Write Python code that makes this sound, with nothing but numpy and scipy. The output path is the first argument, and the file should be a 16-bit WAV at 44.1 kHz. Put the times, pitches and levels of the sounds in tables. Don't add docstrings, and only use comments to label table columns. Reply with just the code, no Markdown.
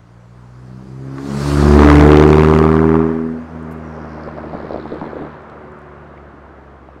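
import sys
import numpy as np
from scipy import signal
from scipy.fft import rfft, irfft, next_fast_len
from scipy.io import wavfile
from scipy.ndimage import uniform_filter1d

SR = 44100
rng = np.random.default_rng(int(sys.argv[2]) if len(sys.argv) > 2 else 0)


def transcribe(u):
    v = np.clip(np.atleast_2d(u).T, -1, 1)
    q = np.round(v * 32767).astype(np.int16)
    wavfile.write(sys.argv[1], SR, q)


N = 308700
TOP_HZ = 15780


def amp(db):
    return 10 ** (np.asarray(db) / 20)


def unit(x):
    return x / np.sqrt(np.mean(x ** 2) + 1e-20)


def along(points, hz):
    f, v = np.transpose(points)
    return np.interp(np.log(hz + 1), np.log(f + 1), v)


def curves(rows):
    s, *columns = np.transpose(rows)
    return [np.interp(np.arange(N) / SR, s, column) for column in columns]


def coloured(x, spectrum):
    m = 2 * next_fast_len(N // 2 + 8192)
    gain = amp(along(spectrum, np.fft.rfftfreq(m, 1 / SR)))
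    cepstrum = irfft(np.log(np.maximum(gain, 1e-6)), m)
    cepstrum[1:m // 2] *= 2
    cepstrum[m // 2 + 1:] = 0
    return irfft(rfft(x, m) * np.exp(rfft(cepstrum)), m)[:N]


def rush(patchy_db):
    z = signal.stft(rng.standard_normal(N), nperseg=512)[2]
    field = uniform_filter1d(rng.standard_normal(z.shape), size=6, axis=0)
    field = uniform_filter1d(field, size=10, axis=1)
    return signal.istft(z * amp(patchy_db * unit(field)), nperseg=512)[1][:N]


# frequency in Hz, relative noise density in dB per Hz.
AIR_SPECTRUM = [(20, -22), (35, -18), (58, -9.5), (80, -6), (110, -9), (300, -29), (1000, -22), (4000, -41),
                (9500, -57), (11000, -65), (16000, -66)]


def country_air():
    return amp(-52.5) * unit(coloured(rng.standard_normal(N), AIR_SPECTRUM))


# time in seconds, firings a second.
FIRING_RATE = [(0, 57.5), (.84, 64.4), (1.2, 68.3), (1.54, 72.2), (1.99, 73.6), (2.49, 77.6), (2.98, 80.6),
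               (3.45, 80.8), (4.1, 77.6), (4.7, 75.6), (5.3, 75.4), (6.1, 72.4), (6.5, 69.8), (7, 67.3)]


def firings():
    turn = 2.73 + np.cumsum(curves(FIRING_RATE)[0]) / SR
    chance = rng.standard_normal((int(turn[-1]) + 2, 3))
    return turn, chance


# time in seconds, level in dB, brightness in dB per octave above the firing rate.
DRONE_PASS = [(0, -43, -12), (0.4, -35, -15.5), (0.8, -33.5, -10), (1.1, -31.5, -5.5), (1.35, -31.5, 0.1),
              (1.55, -22, -3.5), (1.75, -15, -1.1), (1.9, -18, 1.2), (2.2, -23, 4), (2.6, -25.5, 3),
              (2.98, -29.5, 5), (3.15, -43, 7.5), (3.38, -46.5, 7), (3.6, -43, 5), (4.1, -44, 1.7),
              (5.25, -50.5, 4.3), (5.4, -54, 1.5), (6, -51.5, 0.5), (7, -51, -9)]
# frequency in Hz, gain in dB.
PIPE_GAIN = [(58, -12.5), (68, -13), (74, 10.9), (82, 5.5), (125, 9.5), (165, 6.5), (205, 17.5), (225, 1.4),
             (245, 7), (290, 10), (310, -0.5), (345, 7.5), (403, 4), (420, -3.5), (445, 1), (485, -16.5)]
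COASTING_DB = [6, 4.5, 3.5, -9, -2.5, -24]
CYLINDER_DB = [0.24, -0.04, 0.69, -0.95]
# time in seconds, frequency in Hz, depth in dB (below 0 a swell), half width in seconds.
FADES_AND_SWELLS = [(0.58, 187, 13.65, 0.061), (0.85, 129, 11, 0.024), (0.9, 261, 10, 0.059),
                    (1.03, 342, 3, 0.04), (1.07, 204, 18, 0.14), (1.14, 390, 10.53, 0.034),
                    (1.2, 205, 16, 0.048), (1.24, 138, 8.71, 0.053), (1.35, 345, 13, 0.1),
                    (1.37, 287, 23, 0.047), (1.471, 214, 13.5, 0.061), (1.58, 434, 21.97, 0.071),
                    (1.7, 291, 8, 0.063), (1.81, 146, 7.9, 0.094), (1.95, 217, 23, 0.045),
                    (1.95, 394, 35, 0.076), (3.43, 323, 16, 0.088), (3.44, 161, 9.2, 0.053),
                    (3.49, 242, 10, 0.03), (3.26, 239, -6, 0.11), (3.5, 407, 14, 0.11),
                    (4.4, 386, 6.5, 0.99), (5.68, 367, -11.5, 0.25)]
FADE_HALF_WIDTH_HZ = 20
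UNLOAD_S, UNLOAD_TAKES_S = 3.37, .08
TOP_MODE_HZ, TOP_MODE_WIDTH_HZ = 420, 15
PIPE_LAG_RAD = 2.0


def drone(turn):
    cylinder = (turn + .2).astype(int) % len(CYLINDER_DB)
    size = uniform_filter1d(amp(CYLINDER_DB)[cylinder], size=90)
    t, order = np.arange(0, N, 64) / SR, np.arange(1, 7)[:, None]
    hz = order * np.interp(t, *np.transpose(FIRING_RATE))
    s, level_db, bright_db = np.transpose(DRONE_PASS)
    db = np.interp(t, s, level_db) + np.interp(t, s, bright_db) * np.log2(order)
    load = np.clip(1 - (t - UNLOAD_S) / UNLOAD_TAKES_S, 0, 1)
    db = db + load * along(PIPE_GAIN, hz) + (1 - load) * np.c_[COASTING_DB]
    for at, centre_hz, depth_db, half_width_s in FADES_AND_SWELLS:
        off_time = (t - at) / half_width_s
        off_pitch = (hz - centre_hz) / FADE_HALF_WIDTH_HZ
        db = db - depth_db * np.exp(-.5 * off_time ** 2 - .5 * off_pitch ** 2)
    lag = PIPE_LAG_RAD * (.5 + np.arctan((hz - TOP_MODE_HZ) / TOP_MODE_WIDTH_HZ) / np.pi)
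    tone = np.zeros(N)
    for k, order_db, order_lag in zip(order[:, 0], db, lag):
        level = np.interp(np.arange(N) / SR, t, amp(order_db))
        late = np.interp(np.arange(N) / SR, t, order_lag)
        tone += level * np.sin(2 * np.pi * k * turn - late)
    return np.sqrt(2) * size * tone


# time in seconds, tyre roar in dB, exhaust gas in dB.
ROAR_PASS = [(0, -54, -61), (.95, -47.5, -46), (1.3, -34, -39.5), (1.55, -24.5, -33.5), (1.8, -19, -14.5),
             (2.05, -17, -15.5), (2.4, -27, -16.5), (3.0, -27.5, -31), (3.3, -37.5, -42), (4.1, -35, -41),
             (4.7, -35, -35.5), (5.25, -35, -35), (5.35, -37, -48), (7, -45, -47)]
# frequency in Hz, relative noise density in dB per Hz.
TYRE_SPECTRUM = [(25, -40.5), (100, -7.5), (300, -6), (600, -3.5), (850, -7.5), (1150, -6), (1600, -11),
                 (2000, -18), (2800, -29.5), (5000, -49.5), (9000, -70.5), (15500, -72)]
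# frequency in Hz, relative noise density in dB per Hz.
GAS_SPECTRUM = [(53, -26), (90, -22.5), (151, -8), (187, -6.5), (259, -5), (307, 3), (453, -4),
                (504, -16.5), (1190, -21.5), (15500, -67.5)]


def roar(turn):
    tyre_db, gas_db = curves(ROAR_PASS)
    swell = 1 + 3 * np.exp(-5 * (turn % 1))
    gas = unit(coloured(swell * rush(patchy_db=2.0), GAS_SPECTRUM))
    tyres = unit(coloured(rush(patchy_db=1.0), TYRE_SPECTRUM))
    return amp(tyre_db) * tyres + amp(gas_db) * gas


# time in seconds, level in dB.
HISS_PASS = [(0, -69), (1.1, -58), (1.3, -42), (1.48, -31.5), (1.7, -34), (3.0, -59), (3.5, -64.5),
             (7, -80)]
# frequency in Hz, relative noise density in dB per Hz.
BAY_SPECTRUM = [(1500, -9.5), (3900, -10.5), (4400, -6.5), (4800, -6.5), (5300, -10), (6200, -10.5),
                (7500, -13.5), (9500, -18), (15800, -35)]


def turbo_hiss():
    return amp(curves(HISS_PASS)[0]) * unit(coloured(rush(patchy_db=2.0), BAY_SPECTRUM))


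# start in seconds, starting level in dB,
# centre in Hz, width in octaves, time to fall 60 dB in seconds.
GRIT_TICKS = [(1.183, -24.5, 1240, 0.82, 0.02), (3.628, -60.5, 8450, 0.45, .02),
              (3.711, -54.5, 9950, 2.4, 0.088), (3.722, -53.5, 8850, 1.3, 0.052),
              (3.775, -58, 7850, 1, 0.0082), (4.941, -59.5, 8000, 0.72, 0.018),
              (5.42, -58, 5000, 1.4, .006), (5.499, -44, 2800, 1.5, 0.005), (5.72, -56, 5500, 1.3, .008),
              (5.79, -59, 7500, 0.9, .006), (5.818, -54, 5970, 1.1, 0.0066), (6.177, -37, 2090, 0.3, .015)]


def ticks():
    out, t = np.zeros(N), np.arange(SR // 10) / SR
    for s, db, hz, octaves, t60 in GRIT_TICKS:
        edges = [hz / 2 ** (octaves / 2), min(hz * 2 ** (octaves / 2), TOP_HZ)]
        band = signal.butter(2, edges, "band", fs=SR, output="sos")
        burst = unit(signal.sosfilt(band, rng.standard_normal(len(t))))
        out[round(s * SR):][:len(t)] += amp(db - 60 * t / t60) * burst
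    return out


BEHIND_S, SWING_S = 1.827, 0.28
LIFT_S, CHOKE_S = 2.966, 0.28
BARK_DB, BARK_FADE_DB_PER_S = -14, 8
SNAP_S, SNAP_DB, SNAP_FADE_DB_PER_S2 = 2.04, -24.5, 29.5


def crack_levels():
    t = np.arange(N) / SR
    hidden_db = 20 * np.clip(BEHIND_S - t, 0, None) / SWING_S
    hidden_db = hidden_db + 20 * np.clip(t - LIFT_S, 0, None) / CHOKE_S
    bark_db = BARK_DB - BARK_FADE_DB_PER_S * (t - BEHIND_S) - hidden_db
    snap_db = SNAP_DB - SNAP_FADE_DB_PER_S2 * (t - SNAP_S) ** 2 - hidden_db
    return bark_db, snap_db


# frequency in Hz, relative gain in dB.
BARK_COLOUR = [(250, -50.5), (550, 1), (800, 2.5), (1000, 5.5), (1200, 6.5), (1450, -2), (2300, -16),
               (5000, -51)]
# frequency in Hz, relative gain in dB.
SNAP_COLOUR = [(800, -45), (2000, 7.5), (4000, -6.5), (8000, -19), (12000, -30.5), (16000, -30)]
CRACK_DB = [3.5, -.5, .5, -1.5]


def cracks(turn, chance):
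    turn = turn + .05
    at = np.flatnonzero(np.diff(turn.astype(int)))
    cylinder_db = np.resize(CRACK_DB, len(chance))[turn[at + 1].astype(int)]
    t = np.arange(SR // 100) / SR
    puff_shape = amp(-60 * t / .004) * t * SR / 8
    out = np.zeros(N)
    for level_db, colour, luck in zip(crack_levels(), (BARK_COLOUR, SNAP_COLOUR), chance[:len(at), 1:].T):
        blows = np.zeros(N)
        blows[at] = amp(cylinder_db + 1.6 * np.clip(luck, -1.5, 2))
        blows = blows + 0.26 * np.roll(blows, 50)
        puff = signal.fftconvolve(blows, puff_shape)[:N] * rng.standard_normal(N)
        out += amp(level_db) * unit(coloured(blows + .2 * puff, colour))
    return out


# time in seconds, level in dB.
CHIRP_PASS = [(3.75, -84), (3.86, -67.5), (4.1, -57), (4.5, -60.5), (4.73, -50), (4.9, -55), (5.3, -61.5),
              (5.7, -85)]
# frequency in Hz, relative gain in dB.
FRAY_SPECTRUM = [(1, 0), (500, -3), (1400, -14), (3500, -45), (20000, -90)]
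CHIRP_S, CHIRP_HZ, REST_HZ = 3.86, 5770, 3300
SLOW_S, FRAY_S = 0.69, .25


def turbo_chirp(turn, chance):
    db, since = curves(CHIRP_PASS)[0], np.clip(np.arange(N) / SR - CHIRP_S, 0, None)
    hz = REST_HZ + (CHIRP_HZ - REST_HZ) * np.exp(-since / SLOW_S)
    fray = np.clip(0.4 + since / FRAY_S, 0, 1)
    blur = unit(coloured(rush(patchy_db=1.5), FRAY_SPECTRUM))
    pulse = np.exp((1.8 - fray) * np.cos(2 * np.pi * turn))
    gate = pulse * amp(2 * fray * chance[(turn + .5).astype(int), 0])
    band = np.sqrt(1 - fray) + np.sqrt(fray) * blur
    return amp(db) * unit(gate * band * np.sin(2 * np.pi * np.cumsum(hz) / SR))


def pings(rows, cycles):
    s, db, hz = np.transpose(rows)[:, :, None]
    t = np.arange(SR // 40) / SR
    onset = 1 - np.exp(-t * hz * 6)
    swing = -amp(db - 60 * t * hz / cycles) * np.sin(2 * np.pi * hz * t) * onset
    at = (s * SR).astype(int) + np.arange(len(t))
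    return np.bincount(at.ravel(), swing.ravel(), N + SR)[:N]


# start in seconds, starting level in dB, frequency in Hz.
LOUD_POPS = [(4.179, -20.5, 587), (4.275, -16, 543), (4.369, -22, 640), (4.384, -15.5, 650),
             (4.439, -17, 610), (4.469, -20, 334), (4.532, -16, 640), (4.551, -18, 620), (4.584, -29, 680),
             (4.602, -15.5, 564), (4.647, -16.5, 462), (4.707, -15, 544), (4.742, -13.5, 650),
             (4.76, -13, 646), (4.798, -17.5, 388), (4.856, -17.5, 810), (4.919, -15, 450),
             (4.939, -16.5, 513), (4.956, -16.5, 480), (5.014, -13, 880), (5.026, -16, 700),
             (5.077, -20, 577), (5.131, -16.5, 490), (5.167, -14, 500), (5.22, -17, 730),
             (5.249, -20.5, 546), (6.139, -29, 750), (6.888, -23.5, 700)]
OVERRUN_S, OVERRUN_END_S = 3.9, 5.27
SIMMER_DB, AFTER_DB, AFTER_FADE_DB_PER_S = -30, -3, 200


def burble(count):
    s, db, _ = np.transpose(LOUD_POPS)[:, :, None]
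    draw = rng.random((count, 2))
    when = OVERRUN_S + (OVERRUN_END_S - OVERRUN_S) * draw[:, 0]
    after_db = db + AFTER_DB - AFTER_FADE_DB_PER_S * (when - s)
    strongest_db = np.where(when > s, after_db, -99).max(axis=0)
    level_db = np.maximum(strongest_db, SIMMER_DB) + 5 * draw[:, 1]
    hz = 560 * np.exp(.5 * np.clip(rng.standard_normal(count), -2.2, 1))
    small_burns = pings(np.transpose([when, level_db, hz]), cycles=8.6)
    return small_burns + pings(LOUD_POPS, cycles=13.6)


def scene():
    turn, chance = firings()
    pipe = drone(turn) + cracks(turn, chance) + burble(count=160)
    turbo = turbo_hiss() + turbo_chirp(turn, chance)
    return (country_air() + pipe + roar(turn) + turbo + ticks())[None]


def record(dry):
    top = .98
    clipped = dry / (1 + np.abs(dry / top) ** 5) ** (1 / 5)
    return irfft(rfft(clipped) * (np.fft.rfftfreq(N, 1 / SR) < TOP_HZ), N)


dry = scene()
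out = record(dry)
transcribe(out)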